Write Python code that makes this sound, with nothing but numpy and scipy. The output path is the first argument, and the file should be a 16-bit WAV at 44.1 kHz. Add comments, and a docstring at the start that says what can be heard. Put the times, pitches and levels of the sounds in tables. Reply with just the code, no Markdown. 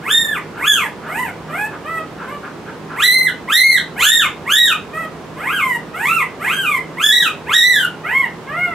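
"""A newborn puppy crying

A puppy, held in two hands in a small room, cries eighteen times: low closed-mouth whines and piercing
squeals. Each cry is one tone from its vocal folds, with harmonics (whole multiples of the pitch), that
arches up and down; the room smears the glides. Between the weak whines the puppy snuffles through its
snout. A ventilation rumble and a low hum lie underneath."""
import sys
import numpy as np
from scipy import signal
from scipy.fft import rfft, irfft, next_fast_len
from scipy.io import wavfile
from scipy.ndimage import uniform_filter1d, minimum_filter1d, map_coordinates

SR = 44100
rng = np.random.default_rng(int(sys.argv[2]) if len(sys.argv) > 2 else 0)


def dump(signal):
    """Clip the signal to [-1, 1] and save it as 16-bit WAV at the path in sys.argv[1]."""
    limited = np.clip(np.atleast_2d(signal).T, -1, 1)
    pcm = np.round(limited * 32767).astype(np.int16)
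    wavfile.write(sys.argv[1], SR, pcm)


N = 385434
TOP_HZ = 15700  # upper edge of the sound
STEP = 32  # samples between updates of the overtone gains

# Treble colour of a whine: nasal peaks near 8 and 13 kHz, then a steep fall at the sound's
# upper edge: f/Hz, level/dB
WHINE_COLOUR = [(4000, -30), (5200, -26), (6500, -23.5), (8300, -9.5), (10500, -18.5), (12800, -9.5),
                (14200, -21), (15600, -48)]
# Treble colour of a squeal: peaks near 4, 7 and 10 kHz, then a steep fall at that edge: f/Hz, level/dB
SQUEAL_COLOUR = [(4200, 1), (5400, -22), (6200, -3), (7200, 0.5), (8700, -15.5), (10300, -5.5), (12500, -9),
                 (14200, -12.5), (15600, -30)]


def amp(db):
    """Turn decibels into a gain to multiply by."""
    return 10 ** (np.asarray(db) / 20)


def unit(x):
    """Scale x to an average power of 1."""
    return x / np.sqrt(np.mean(x ** 2) + 1e-20)


def along(points, hz):
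    """Read a (frequency, value) table at hz, with octaves evenly spaced."""
    freqs, values = np.transpose(points)
    return np.interp(np.log(hz + 1), np.log(freqs), values)


def wobble(rate, size, per_second=SR):
    """A smooth curve through `rate` random values a second."""
    knots = rng.standard_normal(int(size * rate / per_second) + 4)
    fine = map_coordinates(knots, [np.arange(4 * len(knots)) / 4])
    return np.interp(4 * np.arange(size) * rate / per_second, np.arange(len(fine)), fine)


def filtered(x, response):
    """Multiply each frequency in x by response(hz)."""
    size = x.shape[-1]
    padded = next_fast_len(size + SR // 4)
    return irfft(rfft(x, padded) * response(np.fft.rfftfreq(padded, 1 / SR)), padded)[..., :size]


def coloured(noise, colour):
    """Shape noise by a (frequency, level) table, at a power of 1."""
    return unit(filtered(noise, lambda hz: amp(along(colour, hz))))


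def noise_pair(likeness, size):
    """White stereo noise; a table says how alike left and right are at each frequency."""
    def shares(hz):
        angle = np.arccos(np.clip(along(likeness, hz), -1, 1)) / 2
        return np.array([np.cos(angle), np.sin(angle)])
    mid, side = filtered(rng.standard_normal((2, size)), shares)
    return np.array([mid + side, mid - side])


def ventilation(hum_hz=158.8, hum_db=-42.5, air_db=-32.32):
    """Moving air rumbles steadily, with a wavering hum."""
    # Colour of the rumble: f/Hz, level/dB
    rumble_colour = [(25, -42), (40, -17), (55, -12.5), (90, -8), (125, -6.5), (185, -1.5), (260, -3.5),
                     (430, -2.5), (620, -9), (1050, -10), (2000, -18.5), (4000, -27), (8000, -35),
                     (15000, -44.5)]
    # How alike the rumble is left and right: f/Hz, likeness (1 = same)
    rumble_likeness = [(50, 0.73), (150, 0.92), (1000, 0.81), (3000, 0.34), (10000, 0.057)]
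    air = coloured(noise_pair(rumble_likeness, N), rumble_colour)
    hum = np.sqrt(2) * np.sin(2 * np.pi * hum_hz * np.arange(N) / SR + wobble(9.2, N))
    return amp(air_db) * air + amp(hum_db + 2.6 * wobble(14, N)) * hum


def pitch_arch(t, start, climb, crest, drop, corners_hz, bow_hz, turn_s=0.0211, catch_s=0.017):
    """The pitch of a cry climbs, rides a curved crest and drops, with rounded corners."""
    # The voice catches, so its pitch dips or jumps: t/s, change/share of the pitch
    catches = [(.255, -0.035), (3.058, 0.054), (3.112, -.015), (3.583, 0.029), (3.622, -0.021),
               (6.669, -0.042), (7.106, -.055), (7.139, .045), (7.562, 0.0077), (7.619, -0.047)]
    line = np.exp(np.interp(t, np.cumsum([0, climb, crest, drop]), np.log(corners_hz)))
    progress = np.clip((t - climb) / crest, 0, 1)
    bow = 4 * progress * (1 - progress)
    arch = uniform_filter1d(line + bow_hz * bow, size=int(turn_s * SR), mode="nearest")
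    bends = sum(share * np.exp(-((start + t - at) / catch_s) ** 2) for at, share in catches)
    return arch * (1 + bends)


def effort(t, pitch, peak_s, fade_db, level_db, treble_db):
    """The three lowest harmonics and the treble swell to a peak, fade, and weaken at lower pitch."""
    # Piercing cries swell from further down: treble/dB, swell/dB
    swell_depths = [(-24.5, 12), (-19.5, 31.5)]
    # How harmonics 1 to 3 follow the effort: share of the swell, share of the fade
    shares = [(.55, 0.5), (.6, 0.61), (.7, 1)]
    swell = np.interp(treble_db, *np.transpose(swell_depths)) * np.clip(1 - t / peak_s, 0, 1)
    fade = fade_db * np.interp(t, [peak_s, t[-1]], [0, 1]) ** 0.64  # fastest just after the peak
    octaves = np.log2(pitch / pitch.max())
    low_db = [level_db - swells * swell - fades * fade + 5 * octaves for swells, fades in shares]
    return low_db, treble_db - swell - fade + 4.5 * octaves


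def mouth_resonance(hz, mouth):
    """Decibels the mouth adds to a low harmonic; mouth runs from 0 (shut) to 1 (wide open)."""
    # Lower resonances (favoured frequencies) with the mouth shut: f/Hz, level/dB
    shut = [(550, -6), (950, 0.5), (1300, 6.5), (1650, 3.5), (2100, 9), (2600, 5), (3000, -5), (3600, -7),
            (4200, -34), (4800, -24)]
    # Lower resonances with the mouth wide open: f/Hz, level/dB
    wide = [(550, -10), (950, -11), (1300, 4.5), (1650, 3.5), (1900, 6.5), (2600, 11), (3000, 8),
            (3600, 11), (4200, 6.5), (4700, -13), (6000, -3.5)]
    return (1 - mouth) * along(shut, hz) + mouth * along(wide, hz)


def steadiness(scene_t, pitch, break_speed=9):
    """How regularly the vocal folds beat (1 = fully): fast glides and one hoarse crack upset them."""
    # The voice cracks in one squeal: t/s, half length/s, depth (0 to 1)
    crack = (7.18, 0.082, 0.34)
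    centre, width, depth = crack
    glide_speed = np.gradient(np.log(pitch)) * SR
    hoarse = depth * np.exp(-((scene_t - centre) / width) ** 2)
    return (1 - hoarse) / (1 + (glide_speed / break_speed) ** 4)


def vocal_folds(pitch, mouth, steady, quiver=0.00319, strain=0.0071, jitter=0.0035, fray=0.02):
    """Phase of the beating folds: soft whines hold their pitch, squeals waver, fast glides turn rough."""
    waver = (quiver + strain * mouth) * wobble(79.18, len(pitch))
    rough = (jitter + fray * (1 - steady)) * wobble(700, len(pitch))
    return 2 * np.pi * np.cumsum(pitch * (1 + waver + rough)) / SR


def overtones(pitch, octave_db, treble, mouth, flutter_db=2):
    """Gains of harmonics 4 and up as they slide through the resonances of throat, nose and mouth."""
    # The throat muffles high harmonics: f/Hz, level/dB against the second harmonic
    throat = [(2100, -5), (2600, -15), (2900, -12), (3250, -22.5), (4000, -40.5), (5000, -43), (7000, -70)]
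    hz = np.arange(4, TOP_HZ // pitch.min() + 1)[:, None] * pitch
    muffled = amp(octave_db + along(throat, hz))
    bright = amp((1 - mouth) * along(WHINE_COLOUR, hz) + mouth * along(SQUEAL_COLOUR, hz))
    share = np.sqrt(pitch / 1700)  # low cries share the treble among more overtones
    flutter = amp(flutter_db * np.array([wobble(61.7, len(pitch), SR / STEP) for _ in hz]))
    return (muffled + treble * share * bright) * flutter * (hz < TOP_HZ)


def breath(pitch, phase, mouth, steady, fray_hiss=0.15):
    """Air leaks through the folds, one puff a cycle, and hisses out of the nose or the open mouth."""
    # Slack folds leak more air: pitch/Hz, hiss/dB against the treble
    leakiness = [(600, -8.5), (1100, -7), (1500, -14.5), (2000, -48)]
    leak = amp(along(leakiness, pitch)) + fray_hiss * (1 - steady)
    nasal = coloured(rng.standard_normal(len(mouth)), WHINE_COLOUR)
    shrill = coloured(rng.standard_normal(len(mouth)), SQUEAL_COLOUR)
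    hiss = np.sqrt(1 - mouth) * nasal + np.sqrt(mouth) * shrill
    return leak * unit(hiss * (1 + np.cos(phase)))


def cry(row, shimmer_db=1.38, strain_db=0.46, shut_db=-34, open_db=-23,
        attack_s=0.012, bloom_s=0.025, release_s=0.0016):
    """One cry: a stack of harmonics from the vocal folds, with a little breath in it."""
    start, climb, crest, drop, *corners_hz, bow_hz = row[:9]
    peak_s, fade_db, level_db, second_db, third_db, peak_treble_db = row[9:]
    t = np.arange(0, climb + crest + drop, 1 / SR)
    pitch = pitch_arch(t, start, climb, crest, drop, corners_hz, bow_hz)
    effort_db, treble_db = effort(t, pitch, peak_s, fade_db, level_db, peak_treble_db)
    mouth = np.clip((treble_db - shut_db) / (open_db - shut_db), 0, 1)  # harder cry, wider mouth
    treble = amp(treble_db) * np.clip(t / bloom_s, 0, 1)  # every cry starts dull
    steady = steadiness(start + t, pitch)
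    phase = vocal_folds(pitch, mouth, steady)
    low_db = [effort_db[k - 1] + db + mouth_resonance(k * pitch, mouth)
              for k, db in enumerate([0, second_db, third_db], 1)]
    low = sum(amp(db) * np.sin(k * phase) for k, db in enumerate(low_db, 1))
    clear_treble = treble * np.sqrt(steady)  # unsteady folds trade tone for hiss
    gains = overtones(pitch[::STEP], low_db[1][::STEP], clear_treble[::STEP], mouth[::STEP])
    high = sum(np.interp(t, t[::STEP], gain) * np.sin(k * phase) for k, gain in enumerate(gains, 4))
    # the folds close with uneven strength, more so under strain
    shimmer = amp((shimmer_db + strain_db * mouth) * wobble(204.9, len(t)))
    flicker = amp(0.85 * wobble(63.4, len(t)))
    tone = np.sqrt(2) * (low + high * flicker) * shimmer
    air = treble * breath(pitch, phase, mouth, steady)
    return (tone + air) * np.clip(t / attack_s, 0, 1) * np.clip((t[-1] - t) / release_s, 0, 1)


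def cries(lead_s=0.004):
    """The puppy whines and squeals, each cry starting just ahead of its listed time."""
    # One arch of pitch and effort a row: t/s, climb/s, crest/s, drop/s,
    # start pitch/Hz, crest start/Hz, crest end/Hz, end pitch/Hz, upward bow of the crest/Hz,
    # time to peak effort/s, fade/dB, then, before the resonances: first harmonic/dB,
    # second and third harmonic/dB against the first, treble/dB
    cry_rows = [ (.02, 0.1, .222, .05, 640, 1805, 1671, 880, 106, 0.11, 17.3, -20.5, 0.5, -9, -18.5),
                (.565, 0.12, 0.071, 0.12, 591, 1767, 1587, 796, 12, 0.14, 16.2, -18.5, 0, -9.5, -16.5),
                (1.07, 0.13, 0.053, 0.051, 543, 1022, 900, 682, 46.5, 0.13, 8.9, -25.5, -5, -8, -31.5),
                (1.49, 0.029, .075, 0.077, 591, 590.5, 831, 872.5, 9.5, 0.11, 2, -27.5, -3.5, -8, -36),
                (1.84, 0.051, 0.093, 0.048, 558, 653, 647.3, 620, 7, 0.15, 22, -30.5, -1, -6, -41.5),
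                (2.269, 0.022, 0.032, 0.045, 490, 522, 593, 565, 0, 0.018, 8.6, -33, -4, -10.5, -45),
                (2.951, 0.089, .23, 0.034, 691, 1888, 1992, 1398, 124.5, 0.095, 15.1, -15.5, -2, -6.5, -13.5),
                (3.475, .062, 0.23, 0.023, 894, 1795, 1950, 1506, 266, 0.076, 14.2, -12.5, -3, -5, -11),
                (3.96, 0.086, 0.16, 0.063, 655, 1504, 1723, 993, 245, .08, 19, -12, -1.5, -5.5, -7.5),
                (4.455, 0.065, 0.15, 0.067, 813, 1568, 1812, 1192, 196.5, 0.076, 11.3, -16.5, 0, -5, -15.5),
                (4.926, 0.015, 0.062, 0.058, 589, 615.5, 664, 626, 1.5, 0.032, 3.8, -33, -1.5, -4, -41),
                (5.36, 0.18, 0.079, 0.15, 460, 1650, 1096, 927.5, 135, 0.21, 2.3, -24.5, -.5, -6, -30),
                (5.935, .117, .138, .044, 604, 988.5, 1270, 957, 224.5, 0.14, 3.9, -23.5, -0.5, -8, -27.5),
                (6.395, 0.14, 0.14, 0.11, 529.5, 1582, 1274, 987, 144.5, 0.055, 2.4, -26, 2, -4, -28.5),
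                (6.965, 0.074, .168, 0.082, 853, 1684, 1939, 1184, 24.5, 0.082, 9.9, -18, 0.5, -1.5, -17),
                (7.46, 0.092, 0.15, 0.16, 709, 1866, 2030, 1372, -1, 0.086, 9.7, -15, -2.4, -2.5, -18.5),
                (8.035, .08, 0.1, 0.053, 582, 924, 1064, 897, 87, 0.15, 10.4, -27.5, 4.5, 0.5, -35),
                (8.47, 0.1, 0.07, 0.12, 516, 696, 728.6, 631, -1, .19, 15, -28, -2, -3, -44.5), ]
    track = np.zeros(N + SR)
    for row in cry_rows:
        sound = cry(row)
        first = max(0, round((row[0] - lead_s) * SR))
        track[first:first + len(sound)] += sound
    return track[:N]


def snuffles():
    """Short puffs of air rush through the puppy's snout."""
    # The puffs: middle t/s, length/s, level/dB
    puffs = [(0.583, 0.1, -34.5), (1.067, 0.1, -33), (1.518, 0.14, -39), (1.738, 0.088, -34),
             (2.223, 0.11, -32.5), (2.457, 0.066, -32), (2.689, 0.074, -34), (2.926, 0.093, -32.5)]
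    # Colour of a snuffle: f/Hz, level/dB
    snout = [(300, -36), (900, -14.5), (1250, -8), (1520, -2.5), (1850, -19), (2800, -25), (4500, -42),
             (9000, -54), (14000, -54)]
    t = np.arange(N) / SR
    flow = sum(amp(db) * np.cos(np.pi * np.clip((t - at) / length, -.5, .5)) for at, length, db in puffs)
    return flow * coloured(rng.standard_normal(N), snout)


def room(x, early_db=-5, early_decay_s=0.02, tail_db=0.5, gap_s=0.0015):
    """The direct sound, a burst of echoes from near walls, and a tail whose top treble dies first."""
    # How long the room rings: f/Hz, time to fade by 60 dB/s
    ring_times = [(500, 0.25), (2000, 0.23), (4000, 0.26), (8000, 0.2), (14000, 0.15)]
    # How alike the echoes are left and right: f/Hz, likeness (1 = same)
    echo_likeness = [(700, 0.93), (2000, 0.71), (4000, 0.56), (10000, -0.3)]
    hz, t, bands = signal.stft(noise_pair(echo_likeness, SR // 2), SR, nperseg=256)
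    decay = amp(-60 * t / along(ring_times, hz)[:, None])
    tail = signal.istft(bands * decay, SR, nperseg=256)[1]
    age = np.arange(tail.shape[1]) / SR
    early = noise_pair(echo_likeness, len(age)) * amp(-60 * age / early_decay_s)
    arrived = np.clip(age / gap_s - 1, 0, 1)
    echoes = amp(early_db) * unit(early * arrived) + amp(tail_db) * unit(tail * arrived)
    return x + signal.oaconvolve(x[None], echoes / np.sqrt(len(age)), axes=1)[:, :N]


def placed(x, right_db):
    """Make the right side louder than the left by right_db."""
    return x * amp([[-right_db / 2], [right_db / 2]])


def scene():
    """The puppy in the room, over the ventilation, both a little to the right."""
    puppy = room(amp(-1.06) * cries() + snuffles())
    return placed(puppy, right_db=1.0) + placed(ventilation(), right_db=2.0)


def record(dry, knee_db=-8, squeeze=0.53, ceiling=1.0):
    """Gain control turns loud squeals down a little, a limiter holds their peaks, the very top is cut."""
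    power = np.abs(uniform_filter1d(np.mean(dry ** 2, axis=0), size=1300))
    ducked = dry * (1 + power / amp(knee_db) ** 2) ** -squeeze
    safe_gain = np.minimum(1, ceiling / (np.abs(ducked).max(axis=0) + 1e-9))
    smooth_gain = uniform_filter1d(minimum_filter1d(safe_gain, size=600), size=600)
    return filtered(ducked * smooth_gain, lambda hz: hz < TOP_HZ)


dry = scene()
out = record(dry)
dump(out)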